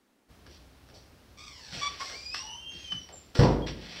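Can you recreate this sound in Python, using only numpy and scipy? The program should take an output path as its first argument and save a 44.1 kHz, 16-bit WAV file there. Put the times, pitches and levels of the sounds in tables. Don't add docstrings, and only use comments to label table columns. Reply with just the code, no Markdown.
import sys
import numpy as np
from scipy import signal
from scipy.fft import rfft, irfft
from scipy.io import wavfile

SR = 44100
rng = np.random.default_rng(int(sys.argv[2]) if len(sys.argv) > 2 else 0)


def dump(signal):
    limited = np.clip(np.atleast_2d(signal).T, -1, 1)
    pcm = np.round(limited * 32767).astype(np.int16)
    wavfile.write(sys.argv[1], SR, pcm)


N = 176400
T = np.arange(N) / SR
CUTOFF_HZ = 15720

# t/s, slip rate/Hz, fundamental/dB, octave/dB
SQUEAL = [(2.06,2113,-47,-69),(2.135,2106,-47,-52),(2.16,2338,-47.5,-47.5),(2.23,2412,-56,-44.5),(2.30,2456,-44,-40),(2.36,2678,-45,-42),(2.41,2833,-50.5,-39),(2.45,2890,-54.5,-46),(2.54,3006,-44,-37),(2.645,3153,-51,-59),(2.695,3177,-36.5,-42),(2.735,3190,-47,-45.5),(2.835,3222,-44.5,-46),(2.865,3103,-47.5,-45),(2.91,3066,-39.5,-43),(2.927,3030,-31,-47),(2.985,3002,-45,-43.5),(3.025,3027,-49.5,-68)]
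# t/s, slip rate/Hz, level/dB
GROAN = [(1.37,1136,-42.5),(1.40,1222,-52),(1.46,1234,-56),(1.52,1154,-56),(1.58,1044,-57.5),(1.64,913,-59.5),(1.68,842,-57.5),(1.74,772,-56)]
GROAN_HARMONICS_DB = [-4, 0, -1.5, -3.5, 4, -1.5, 3.5]
# t/s, length/s, start f/Hz, end f/Hz, level/dB, loss per harmonic/dB, roughness/0-1
SQUAWKS = [(1.812,0.067,1141,1161,-34,1.5,0.08),(1.997,0.034,1045,1117,-34,8,0),
           (2.385,0.045,1055,1061,-49,11,0.03),(2.42,0.0804,855,886,-46,16,0.08),(2.5,0.068,899,1001,-54.5,9,0.27),
           (2.48,.33,2825,2750,-50,6,0.01),(2.795,0.16,2550,2410,-57,19,0.06),(2.98,0.094,5660,5650,-54,24,0.02)]
# t/s, body/dB, clatter/dB
THUMPS = [(3.391,-17,-20),(3.426,-34,-22.5)]
# f/Hz, level/dB, T60/s
BODY_MODES = [(53.9,-1,0.59),(83.5,1,0.31),(115,4,0.18),(138,2.5,0.24),(174.6,-5.5,0.96),(229.7,-13.5,0.81),(297.1,-8.5,0.9),(359,-13,0.76),(495,-6.5,0.81)]
# t/s, click/dB, thud/dB, thud f/Hz, rattle decay/s
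KNOCKS = [(0.462,-49.5,-59,336,0.0068),(.888,-49.5,-58.5,383,0.014),(0.932,-81,-58,507,0.012),(1.725,-48,-42,133,.03),(2.003,-37.5,-53.5,558,0.018),(2.093,-44.5,-51.5,516,0.032),(2.344,-32,-72,213,0.0028),(2.711,-53,-53.5,238,0.025),(2.918,-41,-46,152,0.012),(3.088,-54,-53.5,584,0.019),(3.351,-36.5,-34.5,357,0.023),(3.387,-32.5,-36,497,0.036)]
# t/s, rise/s, hold/s, release/s, level/dB, tilt/(dB/oct)
RUBS = [(0.475,0.032,0.049,0.049,-58.5,7),(0.938,0.0061,0.01,0.057,-55,13),(1.482,0.29,.02,0.059,-54.5,53),(1.707,0.037,0.041,0.24,-41.5,1),(1.988,0.011,0.11,0.13,-46.5,20.5),(2.341,0.011,0.0087,0.052,-40,7.5),(2.728,0.014,0.13,0.26,-54.5,4.5),(3.344,0.013,0.087,0.051,-41,9),(3.661,0.008,0.024,0.017,-38.5,0),(3.72,0.24,.1,.05,-43,0.5)]
# t/s, length/s, start f/Hz, end f/Hz, level/dB, arch/Hz
PEEPS = [(3.124,0.072,7470,7340,-50,-98),(3.619,0.032,3186,3124,-48.5,163)]
# f/Hz, level/dB
MIC_COLOUR = [(2400,-1.5),(3400,-1),(5550,-0.5),(6150,-13.5),(7700,-15),(12000,-35)]
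# f/Hz, level/dB
CLATTER_COLOUR = [(40,-44),(140,-7.5),(250,-9.5),(480,-8.5),(620,-13.5),(1000,-21.5),(1800,-35.5),(5400,-47),(8000,-89)]
KNOCK_COLOUR = [(200,-18),(1400,7.5),(3500,-1.5),(5600,2.5),(6600,-25),(7800,-15),(10000,-24),(15000,-33)]
RUB_COLOUR = [(600,2.5),(1100,-6.5),(2200,1.5),(4400,-1),(5700,-3),(6500,-23.5),(7800,-18),(9500,-36),(15000,-41.5)]
HUSH_COLOUR = [(140,-21),(270,-4.5),(450,-16),(15500,-38.5)]
RUMBLE_COLOUR = [(25,-22.5),(65,4),(110,-6.5),(220,-11.5),(700,-18.5),(1600,-23.5),(5400,-28.5),(7000,-35.5),(15500,-39)]
# f/Hz, T60/s
GARAGE_T60 = [(200,1),(1000,0.66),(5000,0.36),(15000,1)]


def squeal(flutter_db=2.5, roughness=0.0076, loss_db=7):
    gate, hz, fundamental_db, octave_db = in_time(SQUEAL)
    jitter = roughness * (hz.min() / hz) ** 4 * wobble(300)
    gains = from_db([fundamental_db] + [octave_db - k * loss_db for k in range(4)])
    return gate * from_db(flutter_db * wobble(46)) * harmonics(hz, gains, jitter)


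def groan(flutter_db=4, swell_s=0.041):
    gate, hz, db = in_time(GROAN)
    swell = np.clip((T - GROAN[0][0]) / swell_s, 0, 1)
    roughness = 0.024 * (hz.max() / hz) ** 2
    pair = 0
    for rate_ratio, offset_db in ((1, 0), (0.915, -2.5)):
        gain = from_db(db + offset_db + flutter_db * wobble(136))
        pair += gain * harmonics(hz * rate_ratio, from_db(GROAN_HARMONICS_DB), roughness * wobble(392))
    return gate * swell * pair / np.sqrt(2)


def squawks(flutter_db=2.5, even_db=-4):
    out, jitter = np.zeros(N), 0.18 * wobble(280)
    for start_s, length_s, start_hz, end_hz, db, loss_db, roughness in SQUAWKS:
        on = (T > start_s) & (T < start_s + length_s + 0.05)
        hz = np.interp(T[on], [start_s, start_s + length_s], [start_hz, end_hz])
        gains = [from_db(db - loss_db * k + even_db * (k % 2)) for k in range(8)]
        shape = envelope(start_s, 0.0104, length_s - 0.01, 0.00057)[on]
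        out[on] += shape * harmonics(hz, gains, roughness * jitter[on])
    return out * from_db(flutter_db * wobble(83.5))


def thump_body(contact_hz=890):
    blows, body = np.zeros(N), 0
    for start_s, db, _ in THUMPS:
        blows[int(start_s * SR)] = from_db(db)
    blows = butterworth(blows + 1e-18, [50, contact_hz], "band", order=1)
    for hz, db, t60_s in BODY_MODES:
        radius, step_rad = from_db(-60 / (t60_s * SR)), 2 * np.pi * hz / SR
        feedback = [1, -2 * radius * np.cos(step_rad), radius ** 2]
        body += from_db(db) * signal.lfilter([0, np.sin(step_rad)], feedback, blows)
    return body


def thump_clatter(decay_s=0.075):
    shape = sum(from_db(db) * envelope(start_s, 0.0012, 0.0029, decay_s) for start_s, _, db in THUMPS)
    return shape * coloured(grains(per_s=2500, spread_db=1), CLATTER_COLOUR)


def knocks():
    clicks, thuds = 0, 0
    for start_s, click_db, thud_db, hz, decay_s in KNOCKS:
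        rise_s = 0.26 * decay_s
        crack = 0.66 * envelope(start_s, 0.0012, 0.00038, 0.0004)
        rattle = envelope(start_s, rise_s / 2, 0.0021, decay_s)
        clicks += from_db(click_db) * (crack + rattle)
        wood = butterworth(rng.standard_normal(N), [hz / np.sqrt(2), hz * np.sqrt(2)], "band")
        thuds += from_db(thud_db) * envelope(start_s, rise_s, 0.046, 0.02) * unit_rms(wood)
    return clicks * coloured(grains(per_s=5000, spread_db=9), KNOCK_COLOUR) + thuds


def rubs(pivot_hz=3500):
    friction = butterworth(grains(per_s=4400, spread_db=3.5), 450, "high")
    out = 0
    for start_s, rise_s, hold_s, release_s, level_db, tilt_db_oct in RUBS:
        colour = [(hz, db + tilt_db_oct * np.log2(min(hz, 6000) / pivot_hz)) for hz, db in RUB_COLOUR]
        out += from_db(level_db) * envelope(start_s, rise_s, hold_s, release_s) * coloured(friction, colour)
    return out


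def chicks(roughness=0.0039):
    out, jitter = 0, roughness * wobble(160)
    for start_s, length_s, start_hz, end_hz, db, arch_hz in PEEPS:
        progress = np.clip((T - start_s) / length_s, 0, 1)
        hz = start_hz + (end_hz - start_hz) * progress + arch_hz * np.sin(np.pi * progress)
        out += envelope(start_s, 0.0042, length_s - 0.01, 0.0025) * harmonics(hz, [from_db(db)], jitter)
    return out


def background(hush_db=-68.5, rumble_db=-56, onset_s=0.278, rise_s=0.027):
    hush = from_db(hush_db) * coloured(rng.standard_normal(N), HUSH_COLOUR)
    rumble = from_db(rumble_db) * coloured(rng.standard_normal(N), RUMBLE_COLOUR)
    return hush + rumble * np.clip((T - onset_s) / rise_s, 0, 1)


def garage(x, wet_db, early_db=6, early_s=0.055):
    t, tail = T[:SR], 0
    edges_hz = np.geomspace(30, 16000, 10)
    for low_hz, high_hz in zip(edges_hz, edges_hz[1:]):
        band = butterworth(rng.standard_normal(SR), [low_hz, high_hz], "band")
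        t60_s = at_hz(GARAGE_T60, np.sqrt(low_hz * high_hz))
        fade = from_db(-60 * t / t60_s) * (1 + from_db(early_db) * np.exp(-t / early_s))
        tail += band * fade / np.sqrt(np.sum(fade ** 2))
    wet = from_db(wet_db)
    return (x + wet * signal.fftconvolve(x, tail)[:N]) / np.sqrt(1 + wet ** 2)


def harmonics(hz, gains, jitter):
    phase = 2 * np.pi * np.cumsum(hz * (1 + jitter)) / SR
    return np.sqrt(2) * sum(g * np.sin(k * phase) * (k * hz < CUTOFF_HZ) for k, g in enumerate(gains, 1))


def grains(per_s, spread_db):
    contacts = (rng.random(N) < per_s / SR) * rng.choice([-1, 1], N)
    return contacts * from_db(spread_db * np.minimum(rng.exponential(1, N), 4))


def wobble(hz):
    return unit_rms(butterworth(rng.standard_normal(N), hz, "low"))


def envelope(start_s, rise_s, hold_s, release_s):
    age_s = T - start_s
    return np.clip(age_s / rise_s, 0, 1) * np.exp(-np.maximum(age_s - rise_s - hold_s, 0) / release_s)


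def in_time(rows):
    times_s, *columns = np.transpose(rows)
    gate = (T > times_s[0]) & (T < times_s[-1])
    return [gate] + [np.interp(T, times_s, column) for column in columns]


def at_hz(points, hz):
    knots_hz, values = np.transpose(points)
    return np.interp(np.log(np.maximum(hz, 1)), np.log(knots_hz), values)


def butterworth(x, hz, kind, order=2):
    return signal.sosfilt(signal.butter(order, hz, kind, fs=SR, output="sos"), x)


def filtered(x, colour):
    return irfft(rfft(x) * from_db(at_hz(colour, np.fft.rfftfreq(N, 1 / SR))), N)


def coloured(x, colour):
    return unit_rms(filtered(x, colour))


def unit_rms(x):
    return x / np.sqrt(np.mean(x ** 2) + 1e-20)


def from_db(db):
    return 10 ** (np.asarray(db) / 20)


def scene():
    hinges = filtered(groan() + squeal() + squawks(), MIC_COLOUR)
    mix = garage(hinges, wet_db=-2.5)
    mix += garage(knocks() + rubs(), wet_db=-3)
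    mix += garage(thump_body(), wet_db=-4.5)
    mix += garage(thump_clatter(), wet_db=-1)
    mix += garage(chicks(), wet_db=-4.5)
    return (mix + background())[None]


def record(dry):
    return signal.sosfilt(signal.ellip(12, 0.1, 90, CUTOFF_HZ, fs=SR, output="sos"), dry)


dry = scene()
out = record(dry)
dump(out)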